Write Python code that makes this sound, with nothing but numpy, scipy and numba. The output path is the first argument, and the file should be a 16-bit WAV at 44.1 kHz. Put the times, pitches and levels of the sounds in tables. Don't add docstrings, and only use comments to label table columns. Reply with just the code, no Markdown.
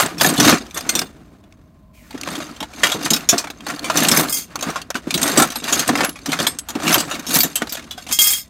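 import sys
import numpy as np
from scipy import signal
from scipy.fft import rfft, irfft, next_fast_len
from scipy.io import wavfile
from scipy.ndimage import uniform_filter1d
from numba import njit

SR = 44100
rng = np.random.default_rng(int(sys.argv[2]) if len(sys.argv) > 2 else 0)


def rack_gain(trim_db):
    fader = np.asarray(trim_db, float)
    return 10 ** (fader / 20)


def pcm_store(signal):
    levels = np.round(np.clip(np.atleast_2d(signal), -1, 1) * 32767)
    wavfile.write(sys.argv[1], SR, levels.astype(np.int16).T)


N = 374409

# (frequency [Hz], level per Hz [dB])
GARAGE = [(15, -39), (25, -10), (59, 10), (120, 0.5), (170, 4.5), (285, -5), (516, -25), (911, -22.5),
          (1020, -29.5), (1700, -44.5), (2110, -37), (4870, -43.5), (6210, -48.5), (16000, -40)]
GARAGE_DB = -47.5
# (frequency [Hz], width [Hz], level [dB])
HUM = [(633, 39, -60), (1030, 31, -62.5)]
ROOM_DB, ROOM_T60_S = -28.5, 0.091

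# (frequency [Hz], level per Hz [dB])
STEEL = [(880, -13.5), (1500, -8.5), (1980, -11), (3400, -3.5), (5550, -6.5), (6010, -2.5), (8360, -7.5),
         (10400, -8), (14300, -13), (16300, -20.5)]
# (frequency [Hz], width [Hz], level [dB])
BODY = [(725, 120, 13.5), (1220, 600, 14.5)]
# (frequency [Hz], width [Hz], level [dB])
BOX = [(171.5, 11, 11), (243, 54, 11.5), (284, 23, 12)]

# (peak time [s], swell [s], settle [s], rattle level [dB],
# dull scrape re rattle [dB])
SHOVES = [(0.484, 0.15, 0.13, -12, 3), (0.771, 0.038, 0.1, -32, 5), (0.981, 0.34, 0.16, -32.5, 2.5),
          (2.33, 0.27, 0.42, -34.5, 4.5), (2.852, 0.21, 0.58, -30.5, 2), (3.057, 0.065, 0.053, -19.5, 2),
          (3.131, 0.048, 0.21, -31, 5), (3.33, 0.019, 0.18, -29.5, 8), (3.691, 0.045, 0.13, -30.5, 2.5),
          (3.982, 0.065, 0.36, -21, 2.5), (4.678, 0.23, 0.21, -36.5, 9.5), (4.97, 0.054, 0.095, -41, 3),
          (5.269, 0.25, 0.46, -24, 2), (5.74, 0.27, 0.45, -23, -2), (6.041, 0.58, 0.094, -36, 16),
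          (6.28, 0.034, 0.23, -38.5, 6.5), (6.42, 0.21, 0.18, -27, 3), (7.08, 0.42, 0.53, -43.5, 13),
          (7.57, 0.03, 0.88, -47.5, 8.5), (7.75, 0.16, 0.13, -34, -14), (8.122, 0.057, 0.043, -22, -8.5)]
# (peak time [s], swell [s], settle [s], rattle level [dB],
# dull scrape re rattle [dB])
SPILLS = [(0.0, .1, 0.13, -20, 9), (0.219, 0.046, 0.3, -20.5, 3.5), (4.202, 0.56, 0.16, -23, 5),
          (4.38, 0.13, 0.12, -29, -10.5), (5.402, 0.17, 0.17, -24.5, 5.5), (6.939, 0.21, 0.12, -25.5, 10.5),
          (7.365, 0.16, 0.2, -20, -3), (8.21, 0.029, 0.16, -21, -18), (8.33, 0.39, 0.13, -22.5, -30)]
SPAN_DB = 30
SHOVE_TOP_DB, SPILL_TOP_DB, RUMBLE_DB = -7.5, 4, -1.13
TOP_PACE, DULL_PACE, RUMBLE_PACE = 1.62, 0.97, 0.82
# (time [s], rattle level [dB])
STIR = [
    (0, -48.5),
    (1.15, -66.5),
    (1.8, -78.5),
    (2.09, -89),
    (4.8, -76),
    (8.49, -74.5),
]
STIR_TOP_DB, STIR_DULL_DB, STIR_RUMBLE_DB = -5.5, 7.5, 19

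# (time [s], peak level [dB], strongest pitch [Hz], t60 [s])
PINGS = [(3.1039, -1.5, 6490, 0.054), (3.1335, -4, 5150, 0.068), (3.2888, 0, 6120, 0.094),
         (4.0847, 1, 8540, .041), (4.1142, 0, 5220, 0.058), (5.1407, -7, 3890, 0.068),
         (5.793, -6.5, 6560, 0.073), (5.877, -9, 8720, 0.05), (6.092, -15.5, 10900, 0.034),
         (6.5866, -13, 8400, 0.043), (7.4045, -3, 4534, 0.06), (7.694, -22, 5550, .071),
         (7.723, -14.5, 12980, 0.071), (7.388, -7, 14100, 0.027), (6.046, -8.5, 11300, 0.031),
         (8.1232, -20.5, 6180, 0.13), (8.1893, -10, 3215, 0.051)]
# (time [s], peak level [dB], strongest pitch [Hz], t60 [s])
CLINKS = [(0.181, -21, 5400, 0.1), (.378, -12, 4240, 0.084), (0.7094, -27.5, 3600, 0.028),
          (0.892, -3, 6180, 0.05), (0.952, -6.5, 5800, 0.06), (0.9908, -3.5, 5230, .03),
          (1.524, -36, 2230, 0.013), (2.212, -14, 5740, 0.016), (2.2337, -15.5, 2380, 0.021),
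          (3.38, -10.5, 5890, .087), (3.793, -16, 4300, 0.011), (3.9715, -2, 6030, 0.039),
          (4.1715, -6.5, 5290, 0.046), (4.285, -15.5, 4260, 0.024), (5.1061, -8, 2410, 0.04),
          (4.8158, -20.5, 3070, 0.035), (5.229, -4.5, 7000, 0.035), (5.641, -9.5, 3930, 0.018),
          (5.7251, -4.5, 6630, 0.089), (6.2894, -24, 3170, 0.21), (6.8932, -15, 2670, 0.05),
          (5.502, -18.5, 6010, 0.049), (6.9428, 1.5, 3150, 0.037), (6.9796, -13.5, 4740, 0.16),
          (7.1944, -21, 6300, 0.039), (7.266, -19.5, 5400, 0.16), (7.556, -9.5, 7700, 0.089),
          (7.909, -21.5, 3320, 0.094), (3.206, -23.5, 2680, 0.036)]
# (time [s], peak level [dB], strongest pitch [Hz], t60 [s])
KNOCKS = [(0.0609, -9, 8200, 0.015), (0.3995, 0, 6020, 0.064), (2.287, -18, 2500, 0.016),
          (1.6133, -52, 2080, .02), (6.157, -29.5, 2280, 0.084), (0.6642, -33, 5950, 0.035),
          (0.745, -27, 8800, 0.074), (0.7733, -13, 6600, 0.04), (2.604, -17.5, 3130, 0.049),
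          (2.8333, 0, 1996, 0.085), (2.9183, -10, 3354, 0.07), (3.5011, -21, 3890, 0.045),
          (3.6062, -25.5, 3200, 0.018), (3.8425, -17.5, 2366, 0.17), (4.625, -14.5, 6380, 0.067),
          (5.3736, -1.5, 8150, 0.088), (5.557, -12.5, 4040, 0.044), (6.259, -14, 5800, 0.05),
          (6.4672, -4.5, 3414, 0.051), (6.686, -20, 6740, 0.097), (7.1109, -19.5, 3760, 0.21),
          (7.306, -18, 3700, 0.1), (7.3412, -7, 6193, 0.029), (7.432, -10.5, 7130, 0.098)]
# (time [s], peak level [dB], strongest pitch [Hz], t60 [s])
CLANKS = [(.0004, -3.5, 7260, 0.016), (0.2098, -4, 4900, 0.054), (1.0155, -15.5, 4970, 0.042),
          (1.438, -45.5, 2600, .033), (2.107, -31, 4400, 0.046), (2.6266, -21.5, 3450, 0.059),
          (3.4413, -22, 2400, 0.044), (3.471, -26, 2300, 0.046), (3.666, -17, 4370, 0.036),
          (3.8988, -9, 1250, 0.051), (3.9566, -11, 7200, 0.018), (4.556, -15.5, 6330, 0.033),
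          (4.7573, -17.5, 1070, 0.1), (4.903, -14, 6060, 0.033), (4.953, -16, 1505, 0.067),
          (5.4205, -5, 8100, 0.07), (5.6774, -21, 2380, 0.18), (5.9539, -8.5, 2090, 0.032),
          (6.0057, -11, 2050, 0.069), (6.0332, -15.5, 2560, 0.098), (6.3283, -10.5, 2090, 0.063),
          (6.3885, -15.5, 3620, 0.053), (6.752, -21, 2650, 0.04), (7.6189, -13, 2200, 0.035),
          (7.671, -25, 4000, 0.031), (7.77, -26, 2530, 0.09), (7.9776, -28.5, 3340, 0.086),
          (3.7, -18.5, 2300, 0.047)]
# (time [s], peak level [dB], strongest pitch [Hz])
TICKS = [(0.1974, -23, 4780), (0.2448, 3, 1735), (0.2614, -1, 6840), (0.2894, -3, 8190),
         (0.3381, -12, 7530), (0.3671, -11.5, 3490), (0.4264, -4, 5270), (0.4494, -1, 6030),
         (0.4844, -13, 6110), (0.5044, -1.5, 5970), (2.1274, -29, 2050), (2.1765, -22, 1860),
         (2.2614, -31, 1890), (2.3531, -14, 3210), (2.5626, -25.5, 3100), (2.7352, -24, 2390),
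         (2.8674, -5, 2870), (2.8978, -9.5, 3275), (3.026, -16, 5000), (3.0544, -12, 4620),
         (3.1624, -6, 5200), (4.0324, -3.5, 12540), (4.1944, -6, 8620), (4.59, -18, 2440),
         (4.7007, -15, 5900), (5.1761, -8, 6640), (5.2155, -5, 8330), (5.2774, -6, 8180),
         (5.3288, -19, 2970), (5.5194, -14.5, 5990), (5.974, -10.5, 5040), (6.8319, -15.5, 8540),
         (6.8683, -6, 2790), (6.8778, -1, 2780), (6.9064, -5, 2060), (6.9267, 0.5, 5940),
         (7.0024, -5, 7690), (7.0494, -22, 1780), (7.0808, -27, 2130), (7.0994, -18.5, 6800),
         (7.1422, -19, 4080), (7.1524, -16, 2190), (7.2913, -13, 9590), (7.3544, 0.5, 5530),
         (8.0656, -19, 2320), (8.0895, -16.5, 3330)]
# (time [s], peak level [dB], strongest pitch [Hz], t60 [s])
TAPS = [(0.474, -12, 1760, 0.027), (0.526, -7.5, 1365, 0.11), (2.274, -11, 1070, 0.034),
        (2.402, -18, 1260, 0.052), (2.423, -21, 1370, 0.04), (4.022, -6, 1270, 0.066),
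        (5.399, -1.5, 727, 0.057), (5.89, 1, 713, 0.045), (6.8, -13, 746, 0.031), (6.822, -14, 1300, 0.032),
        (6.954, -6, 915, 0.08)]
# (time [s], peak level [dB], strongest pitch [Hz])
STRAYS = [(0.8076, -12, 4880), (3.74, -24, 3740), (3.7615, -21, 4560), (3.967, -18, 6000),
          (3.9897, -3, 2770), (4.0491, -2, 2840), (4.6095, -13, 6360), (4.944, -14, 2620),
          (6.189, -25, 2260), (6.3187, -3.5, 4100), (6.4004, -3.5, 3360), (6.4275, -10, 8070),
          (6.703, -12, 6680), (6.857, -17, 2720), (7.7527, -12, 3260), (7.7942, -21, 2200),
          (7.8246, -26, 2580), (7.8414, -26, 2450)]
PING_BODY_DB, CLINK_BODY_DB, KNOCK_BODY_DB, CLANK_BODY_DB = -36.5, -17, -5, 1.5
TICK_BODY_DB, TAP_BODY_DB = -7.5, 0
TICK_DB, TICK_T60_S, STRAY_T60_S = -5.5, 0.048, 0.028

# (time [s], level [dB], frequency [Hz], t60 [s])
RINGS = [(.891, -24, 2094, .17), (.891, -21, 8463, .15), (.953, -20, 3550, .2), (.99, -34, 14900, .2),
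         (3.136, -27, 14250, .18), (5.148, -27, 15600, .12), (.99, -34, 12600, .16),
         (5.568, -22, 11400, .07), (3.136, -27, 12600, .2), (3.29, -18, 3526, .2), (3.136, -22, 3400, .1),
         (2.917, -25, 7600, .1), (6.981, -22, 7687, .22), (6.981, -25, 8436, .14), (7.113, -24, 6800, .08),
         (6.587, -33, 8050, .15), (6.587, -30, 11030, .12), (6.05, -24, 11030, .25), (7.556, -23, 3128, .2),
         (7.556, -22, 12610, .08), (7.432, -33, 11750, .28), (7.113, -24, 1350, .12),
         (7.694, -31, 4850, .14), (.402, -17, 3450, .08), (.2, -20, 3400, .1)]
# (time [s], peak level [dB], pitch [Hz])
THUDS = [(0.203, -17, 300.3), (0.248, 4.5, 743), (0.27, -3.5, 159), (0.386, 2, 316), (0.46, 4, 290),
         (0.525, 1, 290), (0.951, -7.5, 245), (2.142, -12, 280), (2.613, -18, 198), (2.837, -22.5, 760),
         (2.946, -5, 266), (3.041, -16, 243), (3.11, -1, 247), (3.329, 6.5, 690), (4.012, -4, 259),
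         (4.675, -7, 296), (4.947, -11.5, 290), (5.07, -9, 307), (5.143, -5.5, 272), (5.374, 4, 306),
         (5.887, 3, 290), (6.285, -10, 265), (6.399, -7, 156), (6.754, -7.5, 222), (6.892, -5.5, 322),
         (6.953, -3.5, 264), (7.358, -1.5, 247), (7.618, -5.5, 416), (0.861, -14.5, 272), (1.017, -11, 266),
         (3.736, -18, 283.4)]
# (time [s], peak level [dB], pitch [Hz])
BUMPS = [(0.319, -5.5, 269), (0.411, -7, 280), (0.486, -6, 161), (2.275, -14, 266), (2.315, -13.5, 245),
         (2.376, -14, 170), (2.978, -18, 231), (4.029, -27, 208), (5.401, -17, 215), (5.411, -1.5, 257),
         (6.026, -9, 288), (7.444, -10.5, 159)]
# (frequency [Hz], level [dB], t60 [s])
WRENCH = [(3505, -1, 0.11), (5265, -10, 0.15), (7101, -12, 0.13), (7687, -14, 0.18), (8463, 0, 0.17),
          (8554, -5, 0.22), (10450, -3, 0.079), (11630, -1, 0.1), (14200, -6, 0.075), (14880, -12, 0.087)]
# (time [s], level [dB])
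WRENCH_HITS = [(0.7442, -22.5), (0.776, -25), (0.8906, -20), (0.9533, -20), (0.9901, -22.5), (3.1333, -25),
               (3.289, -13), (3.3798, -24), (5.1402, -20), (5.2316, -13.5), (5.556, -25), (6.0457, -29),
               (6.4692, -9.5), (7.7235, -33)]
# (start [s], end [s], level [dB])
SWISH = (1.93, 2.12, -54)
# (time [s], frequency [Hz])
SWISH_HZ = [
    (1.93, 2460),
    (1.989, 2340),
    (2.03, 1810),
    (2.07, 1800),
    (2.12, 2170),
]
# (time [s], peak level [dB], centre frequency [Hz])
GLINTS = [(4.172, -14, 12000), (6.941, -4.5, 13100), (7.1935, -33, 13000), (7.3082, -23, 11700),
          (7.3416, -11.5, 14000), (7.354, -9, 11500), (7.387, -6, 14400), (7.4035, -5, 14200),
          (7.414, -13.5, 13000), (7.432, -7.5, 13000), (7.556, -11, 11500), (8.218, -12.5, 14500),
          (8.268, -8, 14300)]

# (frequency [Hz], level [dB], t60 [s])
FRAME = [(1604, -27, 1.8), (2119, -15, 0.3), (3257, -26, 0.7), (4409, -21, 0.74), (4786, -11, 0.13),
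         (5103, -10, 0.33), (5518, -18, 1.3), (6024, -19, 5.0), (6315, -11, 0.32), (6605, -16, 0.15),
         (7031, -10, 0.38), (7251, -18, 1.6), (2535, -24, 0.5), (8285, -14, 0.67), (8839, -24, 5.0),
         (9679, -15, 0.25), (10200, -20, 1.2), (10830, -12, 0.28), (11020, -5, 0.076), (1233, -24, 0.3),
         (802, -31, 0.15), (13350, -12, 0.4), (13760, -8, 0.14), (14390, -17, 1.1)]
# (frequency [Hz], level [dB], t60 [s])
FRAME_TOP = [(7284, -9.5, .16), (8450, -2, 0.15), (8770, -3.5, .12), (11200, -13, 0.18), (12980, -19, .2),
             (14200, -11, .15), (15470, -9.5, .15), (6640, -14, 0.37), (14750, -16, .12), (11400, -6, 0.15)]
# (start [s], gripped [s])
FRAME_FREE = [
    (4.28, 4.44),
    (8.11, 8.17),
    (8.188, 8.42),
]
# (time [s], level [dB])
FRAME_HITS = [(4.2962, -14.5), (4.325, -10), (4.3421, -9.5), (8.1252, -8), (8.1889, -3), (8.217, -2.5),
              (8.2414, -7), (8.2724, -4.5), (8.3301, -18.5)]
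# (frequency [Hz], level [dB], t60 [s])
FRAME_NOTE = (3257, 2.3, 0.35)
# (time [s], level [dB])
NOTE_HITS = [(4.327, -19), (8.128, -16), (8.1886, 2), (8.2414, -9), (8.2721, -16), (8.3291, -10),
             (8.375, -25)]
NOTE_STOPS_S = [8.22, 8.305, 8.366]
GRIP_T60_S, FRAME_MAX_T60_S = .15, .32


def noise():
    return rng.standard_normal(N)


def colour(x, points):
    hz, db = np.transpose(points)
    size = next_fast_len(len(x))
    f = np.maximum(np.fft.rfftfreq(size, 1 / SR), 1)
    gain = rack_gain(np.interp(np.log(f), np.log(hz), db))
    return irfft(rfft(x, size) * gain, size)[:len(x)]


def resonate(x, peaks):
    return sum(rack_gain(db) * signal.lfilter(*signal.iirpeak(hz, hz / width, SR), x) for hz, width, db in peaks)


def unit(x):
    return x / np.sqrt(np.mean(x ** 2))


def add(out, s, x):
    i = int(s * SR)
    out[i:i + len(x)] += x[:N - i]


def split(x, hz):
    below = signal.sosfiltfilt(signal.butter(2, hz, fs=SR, output="sos"), x)
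    return below, x - below


@njit
def ring(push, hz, t60, loss):
    y, z = np.empty(len(push)), 0j
    turn = np.exp(2j * np.pi * hz / SR - np.log(1000) / (t60 * SR))
    for i in range(len(push)):
        z = z * turn * loss[i] + push[i]
        y[i] = z.imag
    return y


def garage():
    bed = rack_gain(GARAGE_DB) * unit(colour(noise(), GARAGE))
    return bed + rack_gain(23.5) * resonate(noise(), HUM)


def uneven(count, spread_db):
    return rack_gain(spread_db * np.minimum(rng.exponential(size=count), 3))


def grains(rate, spread_db, tail_s):
    size = (rng.random(N) < rate / SR) * uneven(N, spread_db)
    keep = np.exp(-1 / (tail_s * SR))
    power = signal.lfilter([1], [1, -keep], size ** 2)
    return unit(np.sqrt(power) * noise())


def jingle(rate=260., spread_db=4.0, share=.4, count=50):
    ticks = np.flatnonzero(rng.random(N) < rate / SR)
    size = uneven(len(ticks), spread_db)
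    out = np.zeros(N)
    for pitch, life in rng.random((count, 2)):
        push = np.full(N, 1e-18)
        woken = rng.random(len(ticks)) < share
        push[ticks] = size * rng.standard_normal(len(ticks)) * woken
        out += ring(push, 1500 + 14300 * pitch, .01 + .04 * life, np.ones(N))
    return unit(out)


def heap_motion():
    t = np.arange(0, N, 64) / SR
    s, swell, settle, db, weight_db = np.transpose(SHOVES + SPILLS)[:, :, None]
    away_db = -SPAN_DB * np.maximum((s - t) / swell, (t - s) / settle)
    top_db = np.repeat([SHOVE_TOP_DB, SPILL_TOP_DB], [len(SHOVES), len(SPILLS)])[:, None]
    scrape_db = db + weight_db
    stir_db = np.interp(t, *np.transpose(STIR))
    layers = [(db + away_db, stir_db),
              (db + top_db + TOP_PACE * away_db, stir_db + STIR_TOP_DB),
              (scrape_db + DULL_PACE * away_db, stir_db + STIR_DULL_DB),
              (scrape_db + RUMBLE_DB + RUMBLE_PACE * away_db, stir_db + STIR_RUMBLE_DB)]
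    power = [np.sum(rack_gain(2 * moving), axis=0) + rack_gain(2 * still) for moving, still in layers]
    return [np.interp(np.arange(N) / SR, t, np.sqrt(p)) for p in power]


def heap(bright, top, dull, rumble):
    rattle = colour(jingle() + .8 * grains(rate=300., spread_db=4.5, tail_s=.003), STEEL)
    below, above = split(rattle, 9000)
    out = bright * unit(below) + top * unit(above)
    out += dull * unit(resonate(grains(rate=220.0, spread_db=2.0, tail_s=0.0048), BODY))
    out += rumble * unit(resonate(grains(rate=80., spread_db=-2.5, tail_s=0.0078), BOX))
    return out


def blows():
    ticks = [(*row, TICK_T60_S) for row in TICKS]
    strays = [(*row, STRAY_T60_S) for row in STRAYS]
    kinds = [(PINGS, 0, PING_BODY_DB), (CLINKS, 0, CLINK_BODY_DB), (KNOCKS, 0, KNOCK_BODY_DB),
             (CLANKS, 0, CLANK_BODY_DB), (ticks, TICK_DB, TICK_BODY_DB), (TAPS, TICK_DB, TAP_BODY_DB),
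             (strays, TICK_DB, TICK_BODY_DB)]
    return [(s, db + trim_db, hz, body_db, t60)
            for rows, trim_db, body_db in kinds for s, db, hz, t60 in rows]


def clinks():
    crack_db, cluster_db, pitch_db, body_db, clank_db = -9, -7, -8, -10, -5
    hard_hz, rise_s, bend = 4500, 0.00074, 1.22
    focus_db, spread = 5, .25
    crack, sparkle, tone, body = np.zeros((4, N))
    events = blows()
    chance = rng.random((len(events), 3, 20))
    for (s, db, hz, rel_db, t60), (pitch, size, life) in zip(events, chance):
        t60 = np.clip(t60, .015, .15)
        t = np.arange(int(1.5 * t60 * SR)) / SR
        rise = rack_gain(db) * (1 - np.exp(-t / rise_s))
        fall_db = -60 * (t / t60) ** bend
        hard = min(hz / hard_hz, 1)
        add(crack, s, rack_gain(crack_db + fall_db) * rise)
        add(sparkle, s, rack_gain(crack_db + fall_db) * rise * hard)
        add(body, s, rack_gain(rel_db + body_db + .6 * fall_db) * rise)
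        low_hz = 500 * 4. ** pitch[:6]
        high_hz = 2200 * (7. * hard ** .5) ** pitch[6:]
        mode_hz = np.r_[low_hz, high_hz][:, None]
        high_db = cluster_db - focus_db * np.abs(np.log2(high_hz / hz))
        gain = size * np.r_[np.full(6, rack_gain(rel_db + clank_db)), rack_gain(high_db)]
        haste = np.sqrt(np.maximum(mode_hz / hard_hz, 1)) / (.4 + .8 * life[:, None])
        cluster = gain @ (np.sin(2 * np.pi * mode_hz * t) * rack_gain(fall_db * haste))
        near_hz = hz * (1 + spread * (life[:3, None] - .5))
        bunch = np.sin(2 * np.pi * hz * t) + 0.49 * np.sin(2 * np.pi * near_hz * t).sum(axis=0)
        add(tone, s, rise * (cluster + rack_gain(pitch_db + fall_db) * bunch))
    low, high = split(unit(colour(noise(), STEEL)), 9600)
    return crack * low + sparkle * high + tone + body * unit(resonate(noise(), BODY))


def echo(tools):
    t = np.arange(SR // 2) / SR
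    walls = colour(rng.standard_normal(len(t)), [(100, -14.0), (3000, 27), (16000, -27.5)])
    walls *= rack_gain(-60 * t / ROOM_T60_S)
    return rack_gain(ROOM_DB) * signal.fftconvolve(tools, walls / np.sqrt(np.sum(walls ** 2)))[:N]


def bars(twin_db=-8, twin_hz=35):
    out = np.zeros(N)
    t = np.arange(SR // 2) / SR
    for s, db, hz, t60 in RINGS:
        pair = np.sin(2 * np.pi * hz * t) + rack_gain(twin_db) * np.sin(2 * np.pi * (hz + twin_hz) * t)
        add(out, s, rack_gain(db - 60 * t / t60) * pair)
    return out


def thuds(pitch_db=-7, panel_db=-5, t60=0.054):
    out, shake = np.zeros(N), np.zeros(N)
    t = np.arange(SR // 4) / SR
    for s, db, hz in THUDS + BUMPS:
        fade = rack_gain(db - 60 * t / t60) * (1 - np.exp(-t / 0.0057))
        add(out, s, rack_gain(pitch_db) * fade * np.sin(2 * np.pi * hz * t))
        slower = rack_gain(25 * t / t60)
        add(shake, s, rack_gain(panel_db) * min(330 / hz, 1) * fade * slower)
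    return out + shake * unit(resonate(noise(), BOX))


def struck(modes, hits, loss, chatter, longest):
    s, db = np.transpose(hits)
    at = (s * SR).astype(int)
    loss = loss.copy()
    loss[at] *= .6
    place = rng.uniform(-1.3, 1.3, (len(modes), len(at)))
    place += np.sign(place) / 3
    bounces = np.flatnonzero(chatter)
    out = np.zeros(N)
    for (hz, mode_db, t60), share in zip(modes, place):
        push = np.full(N, 1e-18)
        push[bounces] = chatter[bounces] * rng.standard_normal(len(bounces))
        push[at] += rack_gain(db) * share
        out += rack_gain(mode_db) * ring(push, float(hz), min(float(t60), longest), loss)
    return out


def wrench():
    return rack_gain(-7.0) * struck(WRENCH, WRENCH_HITS, np.ones(N), np.zeros(N), longest=0.16)


def swish(squeak_db=-1):
    start, end, db = SWISH
    t = np.arange(N) / SR
    shape = np.interp(t, [start, start + .02, end, end + .05], [0, 1, 1, 0])
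    cloth = colour(noise(), [(1400, -22), (2100, 0.1), (3200, -7), (6000, -6), (16000, -9)])
    glide = np.cumsum(np.interp(t, *np.transpose(SWISH_HZ))) / SR
    tones = np.sin(2 * np.pi * glide) + 0.49 * np.sin(2 * np.pi * 1.3 * glide)
    squeak = unit(uniform_filter1d(noise(), size=180)) * tones
    return rack_gain(db) * shape * (unit(cloth) + rack_gain(squeak_db) * squeak)


def glints(t60=.06, spread=0.25, count=12):
    out = np.zeros(N)
    t = np.arange(SR // 10) / SR
    for (s, db, hz), (pitch, life) in zip(GLINTS, rng.random((len(GLINTS), 2, count, 1))):
        mode_hz = min(hz, 13700) * (1 + spread * (pitch - .5))
        modes = np.sin(2 * np.pi * mode_hz * t + 2 * np.pi * life)
        fade = rack_gain(-60 * t / t60 / (.5 + life))
        add(out, s, rack_gain(db) * np.sum(modes * fade, axis=0) / np.sqrt(count))
    return out


def frame(shaking, level_db=-8, chatter_db=8.0, minor_db=-11, bounce_rate=90.0, bounce_keep=0.93):
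    t = np.arange(N) / SR
    free = sum((t >= a) & (t < b) for a, b in FRAME_FREE) > 0
    bounce = free & (rng.random(N) < bounce_rate / SR)
    grip = np.where(free, 1., rack_gain(-60 / (GRIP_T60_S * SR))) * np.where(bounce, bounce_keep, 1.)
    minor = [(3900 + 11700 * a, minor_db - 8 * b, .06 + .2 * c) for a, b, c in rng.random((40, 3))]
    major = [(hz, 0.89 * db, t60) for hz, db, t60 in FRAME + FRAME_TOP + [(5270, -11.5, .6)]]
    chatter = rack_gain(chatter_db) * shaking * bounce
    rings = struck(major + minor, FRAME_HITS, grip, chatter, FRAME_MAX_T60_S)
    hz, db, t60 = FRAME_NOTE
    s, hit_db = np.transpose(NOTE_HITS)
    push = np.full(N, 1e-18)
    push[(s * SR).astype(int)] = rack_gain(db + hit_db)
    grip[(np.array(NOTE_STOPS_S) * SR).astype(int)] *= .12
    return rack_gain(level_db) * (rings + ring(push, float(hz), t60, grip))


def scene():
    bright, top, dull, rumble = heap_motion()
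    tools = heap(bright, top, dull, rumble) + clinks() + bars() + thuds()
    tools += wrench() + swish() + frame(bright)
    tools = split(tools, 72)[1]
    return (garage() + tools + echo(tools) + glints())[None]


def roll_off(x):
    return signal.sosfilt(signal.butter(12, 16470, fs=SR, output="sos"), x)


def record(dry):
    port = dry - .5 * signal.lfilter(*signal.iirpeak(10450, 12, SR), dry)
    limited = 0.98 * np.tanh(port)
    top_cut = signal.ellip(10, .2, 40, 15800, fs=SR, output="sos")
    mix = signal.sosfilt(top_cut, limited)
    return roll_off(mix)


dry = scene()
out = record(dry)
pcm_store(out)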